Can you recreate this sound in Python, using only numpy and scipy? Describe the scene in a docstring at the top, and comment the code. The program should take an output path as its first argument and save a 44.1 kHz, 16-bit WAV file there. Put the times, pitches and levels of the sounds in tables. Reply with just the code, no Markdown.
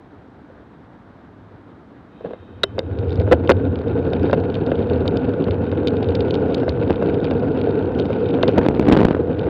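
"""A bicycle sets off

A bicycle waits in distant traffic. A shoe snaps into its pedal, and knocks ring the frame as it gets going.
Rough asphalt shakes the handlebar and the camera case on it, chain and cables tick, and near a bridge
wind slaps the case. The case muffles the treble, and the hardest blows overload the microphone."""
import sys
import numpy as np
from scipy import signal
from scipy.fft import rfft, irfft, next_fast_len
from scipy.io import wavfile

SR = 44100
rng = np.random.default_rng(int(sys.argv[2]) if len(sys.argv) > 2 else 0)


def store_pcm(level_fs):
    """Save levels as 16-bit WAV."""
    pcm = np.round(np.clip(level_fs, -1, 1) * 32767).astype(np.int16)
    wavfile.write(sys.argv[1], SR, np.atleast_2d(pcm).T)


N = 418509

# tone colour of the far traffic: f/Hz, relative level/dB
TRAFFIC_SPECTRUM = [(15, -64.5), (25, -36.5), (43, -12), (87, -6.5), (228, -5), (291, -2.5), (333, -7),
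                    (389, -9.5), (416, -9.5), (509, -14), (666, -14), (1590, -21.5), (2660, -37),
                    (3800, -38.5), (5190, -53), (6750, -74), (11400, -120)]
# a far engine's hum swells and fades: t/s, half-length/s, level/dB
ENGINE_SWELLS = [(1.5, .3, -50.5)]
# knocks on the frame: t/s, strength/dB, contact cut-off f/Hz (lower is softer)
KNOCKS = [(0.501, -29, 300), (2.208, -23, 700), (2.2475, -18.5, 800), (2.2585, -16, 500), (2.308, -21, 600),
          (2.334, -20.5, 3000), (2.6378, -9, 3000), (2.7815, -6.5, 700), (2.791, -10, 920),
          (3.276, -11, 600), (3.3135, 2, 597), (3.3195, 8, 900), (3.3235, 3.5, 1100), (3.3275, 6, 900),
          (3.4935, 8, 1400), (3.499, 3.5, 3000), (3.508, 4.5, 990), (4.297, -9, 1200), (4.330, -2, 1700),
          (4.337, -7, 2530), (4.717, -8.5, 2500), (5.484, -11, 1000), (6.680, -4.5, 710), (6.898, -9, 2000),
          (7.024, -6.5, 1400), (7.311, -9, 2000), (8.433, -2, 4000), (8.577, -3.5, 1500), (8.652, -7, 1200)]
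# modes (natural tones) of frame and case: f/Hz, relative level/dB, ring time/s
FRAME_MODES = [(142, -23.5, 0.034), (260, -15.5, .045), (361, -6.5, 0.037), (517, 0.5, 0.025),
               (691, -4, 0.018), (950, -8, 0.0089), (1590, -11.5, .014), (2090, -23, 0.033),
               (2730, -20.5, 0.017), (3720, -22.5, 0.011)]
# metal parts singing: f/Hz, width/Hz, level/dB
METAL_BANDS = [(2540, 260, -68.5), (3130, 220, -70.5), (3705, 240, -69)]
# the shoe slides onto the pedal: t/s, relative level/dB
SCUFF_CURVE = [(2.2, -93), (2.245, -35), (2.26, -23.5), (2.28, -34.5), (2.31, -34), (2.36, -46),
               (2.45, -90)]
CLEAT_CONTACTS = [(2.6339, -4.5), (2.636, -4.5), (2.6384, -4.5)]
# tones of the cleat and of the pedal spring: f/Hz, relative level/dB, ring time/s
CLEAT_MODES = [(397, -26, 0.12), (1120, -16, 0.018), (1440, -8.5, 0.025), (2030, -19, 0.02),
               (2580, -27, 0.021), (3780, 0, 0.0088), (4320, -17, 0.0066), (7300, -45, .02)]
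SPRING_MODES = [(3063, -42.5, 0.22), (5335, -55, .1)]
# the bicycle speeds up: t/s, share of cruising speed
SPEED = [(2.25, 0.0056), (2.68, .065), (2.85, .26), (3.2, 0.73), (3.8, 0.78), (4.3, .94), (7.0, 1.0),
         (9.49, 1.044)]
# loudness of the road rattle, dipping briefly near the end: t/s, relative level/dB
RATTLE_LEVEL = [(3.8, -3.5), (4.4, 0.5), (5.95, -2), (6.4, 0), (8.5, 1), (8.8, -2), (9.2, -10.5),
                (9.49, -1.5)]
# the handlebar shudders at the first hard push and a road patch: t/s, half-length/s, relative level/dB
SHUDDERS = [(3.17, 0.053, -20), (6.78, 0.073, -22)]
# where the shaken mount and case drone: f/Hz, width/Hz, relative level/dB
CASE_BANDS = [(132, 146, -13), (269.7, 94, -10.5), (401, 125, -12), (471.3, 74, -10.5), (682, 140, -24.5),
              (828, 255, -27), (1452, 230, -29.5)]
# tones that a tick rings in the case: f/Hz, relative level/dB, ring time/s
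TICK_MODES = [(1940, -10, 0.0049), (2390, -1, 0.0059), (3090, -2.5, 0.0056), (3690, -6, .011),
              (4206, -8.5, 0.0065), (4730, -9.5, 0.005), (5560, -19.5, 0.0024), (6560, -23, 0.004)]
# the chain crackles as the first push pulls it tight: t/s, half-length/s, relative level/dB
CHAIN_STRAIN = [(3.14, .06, -44)]
# sharp ticks of gears and cables: t/s, strength/dB, centre f/Hz
TICKS = [(2.7911, -11.5, 3600), (2.9876, -28.5, 3300), (3.1984, -26, 2700), (3.475, -24, 2400),
         (3.5008, -8, 2300), (3.5167, -13, 2920), (4.133, -21.5, 2894), (4.3306, -20, 2800),
         (4.553, -24, 2600), (5.0782, -11, 3930), (5.1706, -19, 3500), (5.5087, -21.5, 2590),
         (5.8726, -9, 4100), (5.8818, -16, 3590), (6.0285, -24.5, 2900), (6.0876, -26.5, 3520),
         (6.1511, -13, 3900), (6.2062, -19, 3060), (6.3076, -17, 3730), (6.342, -19, 3760),
         (6.545, -9.5, 4230), (6.6925, -13, 4320), (7.2435, -22.5, 3505), (7.309, -24, 2700),
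         (7.9978, -18.5, 3550), (8.429, -11, 3394), (8.4791, -13.5, 3590), (8.9244, -11, 2620)]
# a squeak of rubbing metal: t/s, half-length/s, level/dB
SQUEAK_SWELLS = [(6.63, 0.045, -70)]
# tone colour of wind on the case: f/Hz, relative level/dB
WIND_SPECTRUM = [(15, -30.5), (35, -2), (52, 10), (100, 5.5), (250, 9), (600, -14), (2000, -78),
                 (8000, -100)]
# gusts: t/s, half-length/s, level/dB
GUSTS = [(6.92, 0.033, -35), (8.63, 0.18, -36.5), (8.96, 0.15, -28), (9.49, 0.072, -34.5)]
# the hardest wind slaps: t/s, strength/dB
BIG_SLAPS = [(6.906, -0.5), (8.484, -3), (8.582, 4.5), (8.589, -0.5), (8.664, -0.5), (8.686, 2),
             (8.796, 2.5), (8.886, 3.5), (8.922, 3), (8.931, 5.5), (8.972, 1.5), (9.005, 1), (9.051, 3),
             (9.085, -2.5), (9.109, -0.5), (9.148, -4)]
# the air's short swing after a slap: f/Hz, relative level/dB, ring time/s
SLAP_MODES = [(131, -3.5, 0.006), (325, 12, 0.0079), (860, -8, 0.007), (1350, -16.5, 0.0031),
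              (2800, -29, .003)]
# tone colour of the microphone's hiss: f/Hz, relative level/dB
HISS_SPECTRUM = [(1000, 0.5), (5500, -2.5), (8000, -10), (11000, -16.5), (16000, -24)]


def from_db(db):
    """Turn decibels into a factor to multiply by."""
    return 10 ** (np.asarray(db) / 20)


def rms_one(x):
    """Scale a signal so that its average strength (rms) is 1."""
    return x / np.sqrt(np.mean(x ** 2) + 1e-20)


def curve(rows):
    """Join (time, value) points with straight lines."""
    return np.interp(np.arange(N) / SR, *np.transpose(rows))


def swells(rows):
    """A volume that rises and falls in bell shapes."""
    t = np.arange(N) / SR
    return sum(from_db(db) * np.exp(-((t - s) / half_s) ** 2) for s, half_s, db in rows)


def low_pass(x, hz, order):
    """Keep what lies below hz; a higher order cuts more steeply."""
    return signal.sosfilt(signal.butter(order, min(hz, .45 * SR), fs=SR, output="sos"), x + 1e-18)


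def high_pass(x, hz, order):
    """Keep what lies above hz."""
    return signal.sosfilt(signal.butter(order, hz, "high", fs=SR, output="sos"), x + 1e-18)


def drift(rate_hz):
    """A slow random wobble, about 1 in size."""
    return rms_one(low_pass(rng.standard_normal(N + SR), rate_hz, order=2)[SR:])


def coloured_noise(spectrum):
    """Noise with the given tone colour."""
    hz, db = np.transpose(spectrum)
    size = next_fast_len(N)
    bins_hz = np.maximum(np.arange(size // 2 + 1) * SR / size, 1)
    gain = from_db(np.interp(np.log(bins_hz), np.log(hz), db))
    return rms_one(irfft(rfft(rng.standard_normal(size)) * gain, size)[:N])


def shaken(hz, width_hz):
    """A part shaken at random hums in a band around its own pitch."""
    decay = np.exp(-np.pi * width_hz / SR)
    resonator = [1, 0, -1, 1, -2 * decay * np.cos(2 * np.pi * hz / SR), decay * decay]
    return rms_one(signal.sosfilt([resonator, resonator], rng.standard_normal(N)))


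def clicks_at(times, sizes):
    """One click at each time."""
    clicks = np.zeros(N)
    samples = np.round(np.asarray(times) * SR).astype(int)
    np.add.at(clicks, np.clip(samples, 0, N - 1), sizes)
    return clicks


def tails(clicks, fade_s):
    """Give each click a smoothly fading tail."""
    return signal.lfilter([1], [1, -np.exp(-1 / (fade_s * SR))], clicks + 1e-18)


def ring(clicks, hz, ring_s):
    """Each click starts a tone that fades by 60 dB in ring_s."""
    decay = np.exp(-np.log(1000) / (ring_s * SR))
    step = 2 * np.pi * hz / SR
    return signal.lfilter([0, np.sin(step)], [1, -2 * decay * np.cos(step), decay * decay], clicks + 1e-18)


def strike(times, db, modes, vary_db, colour_db=0):
    """Blows ring an object's tones; colour_db shifts each tone's level, and vary_db adds chance."""
    shift_db = colour_db + vary_db * rng.standard_normal((len(times), len(modes)))
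    sound = np.zeros(N)
    for k, (hz, mode_db, ring_s) in enumerate(modes):
        sizes = from_db(db + mode_db + shift_db[:, k])
        sound += (-1) ** k * ring(clicks_at(times, sizes), hz, ring_s)
    return sound


def softened(modes, contact_hz):
    """Each tone's change in dB under a soft blow, which barely rings the high ones."""
    return -10 * np.log10(1 + (np.array(modes)[:, 0] / np.reshape(contact_hz, (-1, 1))) ** 2)


def along_the_road(speed, per_s, jitter=.45):
    """Uneven moments that come more often the faster the wheels roll."""
    travelled = np.cumsum(speed) / SR
    marks = (np.arange(200) + 1 + jitter * rng.uniform(-1, 1, size=200)) / per_s
    return np.interp(marks[marks < travelled[-1]], travelled, np.arange(N) / SR)


def traffic(level_db=-44):
    """Far cars blend into a wash, with one engine humming in it."""
    wash = from_db(level_db + 0.73 * drift(15.0)) * coloured_noise(TRAFFIC_SPECTRUM)
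    return wash + swells(ENGINE_SWELLS) * shaken(hz=101.3, width_hz=7)


def knocks(speed, bump_db=-10.5, bump_contact_hz=650, clatter_db=-13):
    """Pedalling and bumps jolt the frame; loose parts fall back with two weaker, sharper taps."""
    road_bumps = [(s, bump_db, bump_contact_hz) for s in along_the_road(speed, per_s=2.5)]
    times, db, contact_hz = np.transpose(list(KNOCKS) + road_bumps)
    blows = strike(times, db, FRAME_MODES, vary_db=2.56, colour_db=softened(FRAME_MODES, contact_hz))
    sharper_db = softened(FRAME_MODES, 2 * contact_hz)
    for delay_s in rng.uniform(.002, .012, size=(len(times), 2)).T:
        blows += strike(times + delay_s, db + clatter_db, FRAME_MODES, vary_db=3.0, colour_db=sharper_db)
    return low_pass(blows, 6400, order=4)


def metal_ring(start_s=2.06, fade_in_s=.12):
    """Metal parts sing faintly from the moment the bicycle stirs."""
    moving = np.clip((np.arange(N) / SR - start_s) / fade_in_s, 0, 1)
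    return moving * sum(from_db(db) * shaken(hz, width) for hz, width, db in METAL_BANDS)


def cleat():
    """The sole scuffs over the pedal, the steel cleat snaps in, and the spring rings on."""
    times, db = np.transpose(CLEAT_CONTACTS)
    snap = strike(times, db, CLEAT_MODES, vary_db=0)
    spring = strike(times[-1:], 0, SPRING_MODES, vary_db=0)
    sole = shaken(hz=460, width_hz=78) + shaken(hz=220, width_hz=270)
    scrape = low_pass(shaken(hz=3000, width_hz=1800), 4200, order=8)
    scuff = low_pass(sole, 1500, order=2) + from_db(-28.5) * scrape
    return low_pass(snap, 6500, order=3) + spring + from_db(curve(SCUFF_CURVE) - 1.5) * scuff


def pedalling(first_push_s=3.144, push_every_s=.605, effort_db=14, ease_s=1.72, swing_db=1):
    """Force on the pedals in dB: it swings with each push and eases once under way."""
    since_s = np.arange(N) / SR - first_push_s
    setting_off = effort_db * np.exp(-np.maximum(since_s, 0) / ease_s)
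    return setting_off + swing_db * np.cos(2 * np.pi * since_s / push_every_s)


def road_shake(bar_db, drone_db, bumps):
    """The road makes the handlebar flex with a low hum, while mount and case drone above it."""
    bar = (from_db(bar_db) + swells(SHUDDERS)) * shaken(hz=90.1, width_hz=30)
    case = rms_one(sum(from_db(db) * shaken(hz, width) for hz, width, db in CASE_BANDS))
    return bar + from_db(drone_db + 2.0 * bumps) * low_pass(case, 1900, order=6)


def tyre_grit(level_db, bumps, grains_per_s=900, spread_db=8.5):
    """Grit under the tyres makes tiny ticks in a faint rub, stronger on each bump."""
    times = np.flatnonzero(rng.random(N) < grains_per_s / SR) / SR
    sizes_db = spread_db * np.minimum(rng.exponential(1, len(times)), 3.5)
    grains = strike(times, sizes_db, TICK_MODES, vary_db=4.5, colour_db=softened(TICK_MODES, 1490))
    rub = from_db(-4) * shaken(hz=2610, width_hz=590)
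    return from_db(level_db + 3.3 * bumps) * low_pass(rms_one(grains) + rub, 4600, order=8)


def chain(speed, bumps, links_per_s=85, spread_db=6.0, cruise_db=-58):
    """Link after link meets the cog, some barely touching and some with a clear tick."""
    links = np.arange(round(links_per_s * N / SR))
    late, size = np.clip(rng.standard_normal((len(links), 2)), -2, 2).T
    times = (links + 0.27 * late) / links_per_s
    clinks = strike(times, spread_db * size, TICK_MODES, vary_db=6.0)
    gain = from_db(cruise_db) * speed ** 2 + swells(CHAIN_STRAIN)
    return gain * from_db(2.0 * bumps) * rms_one(low_pass(clinks, 6200, order=5))


def cable_taps(speed, tap_db=-26, spread_db=3, centre_hz=2750, spread_octaves=0.26):
    """Cables tap the frame, more often at speed and louder with the rattle; gives rows like TICKS."""
    times = along_the_road(speed ** 3, per_s=5.5, jitter=.9)
    size, pitch = np.clip(rng.standard_normal((len(times), 2)), -2, 2).T
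    db = tap_db + spread_db * size + np.interp(times, *np.transpose(RATTLE_LEVEL))
    return np.column_stack([times, db, centre_hz * 2 ** (spread_octaves * pitch)])


def ticks(speed, focus_db=10, bounce_db=-6, spray_db=-26):
    """Gears and cables ring the case and bounce once; hard hits add a thin crack and a spray of noise."""
    times, db, centre_hz = np.vstack([TICKS, cable_taps(speed)]).T
    octaves_off = np.log2(np.array(TICK_MODES)[:, 0] / centre_hz[:, None]) - .25
    colour_db = -focus_db * octaves_off ** 2   # tones near the tick's centre ring most
    bounce_times = times + rng.uniform(.0008, 0.0027, len(times))
    rings = strike(times, db - 1, TICK_MODES, vary_db=2.5, colour_db=colour_db)
    rings += strike(bounce_times, db + bounce_db, TICK_MODES, vary_db=2.5, colour_db=colour_db)
    cracks = clicks_at(times, from_db(1.7 * db - 11))
    spray = from_db(spray_db) * tails(cracks, fade_s=.004) * rng.standard_normal(N)
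    treble = high_pass(cracks + spray, 4000, order=2)
    return low_pass(rings, 6700, order=6) + low_pass(treble, 7000, order=1)


def squeak(hz=5330):
    """Rubbing metal gives a faint, slightly unsteady tone."""
    phase = 2 * np.pi * np.cumsum(hz + 12 * drift(40)) / SR
    return swells(SQUEAK_SWELLS) * np.sqrt(2) * np.sin(phase)


def flurry(start_s=8.87, end_s=9.06, per_s=72, strongest_db=-2):
    """Quick slaps of air at the height of the strongest gust; gives rows like BIG_SLAPS."""
    times = np.arange(start_s, end_s, 1 / per_s)
    late, weaker = rng.random((len(times), 2)).T
    return np.column_stack([times + late / per_s, strongest_db - 4 * weaker])


def wind(headwind_db, flutter_per_s=190):
    """Air rumbles over the case; slaps push or pull on the microphone, each with a swirling crunch."""
    flow = np.hypot(from_db(headwind_db), swells(GUSTS))
    rumble = flow * from_db(2.2 * drift(6.3)) * coloured_noise(WIND_SPECTRUM)
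    times, db = np.vstack([BIG_SLAPS, flurry()]).T
    slaps = clicks_at(times, rng.choice([-1, 1], len(times)) * from_db(db - 6.5))
    # small slaps flutter between the big ones and grow with the flow
    slaps += (rng.random(N) < flutter_per_s / SR) * rng.uniform(-0.98, 1, N) * flow * from_db(17.0)
    swing = sum(from_db(mode_db) * ring(slaps, hz, ring_s) for hz, mode_db, ring_s in SLAP_MODES)
    swirls = tails(np.abs(slaps), fade_s=0.002)
    crunch = from_db(-13) * swirls * rms_one(low_pass(rng.standard_normal(N), 870, order=1))
    return rumble + high_pass(low_pass(swing + crunch, 3400, order=4), 110, order=2)


def scene(bar_db=-30.5, drone_db=-19.5, grit_db=-52.5, wind_db=-44):
    """Traffic all along; shaking, rattle and wind grow with speed, and pedalling strains the handlebar."""
    speed = curve(SPEED)
    tenfolds = np.log10(speed)   # 0 at cruising speed, -1 at a tenth of it
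    rattle_db = curve(RATTLE_LEVEL)
    bumps = drift(18.2)   # the uneven road, shared by case, grit and chain
    shaking = speed * road_shake(bar_db + pedalling(), drone_db + 0.29 * rattle_db, bumps)
    rattling = from_db(rattle_db) * (tyre_grit(grit_db + 21.5 * tenfolds, bumps) + chain(speed, bumps))
    bicycle = shaking + rattling + metal_ring() + knocks(speed) + cleat() + ticks(speed) + squeak()
    return (traffic() + bicycle + wind(wind_db + 16 * tenfolds))[None]


def record(dry, hiss_db=-77, overload=0.67, top_hz=15800):
    """The microphone drops the deepest bass, adds hiss, flattens loud peaks and cuts the top treble."""
    heard = high_pass(dry, 32, order=5) + from_db(hiss_db) * coloured_noise(HISS_SPECTRUM)
    flattened = heard / (1 + (heard / overload) ** 10) ** (1 / 10)
    fade_out = np.minimum(np.arange(N)[::-1] / (.004 * SR), 1)
    treble_cut = signal.ellip(10, .1, 80, top_hz, fs=SR, output="sos")
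    return signal.sosfilt(treble_cut, flattened * fade_out)


dry = scene()
out = record(dry)
store_pcm(out)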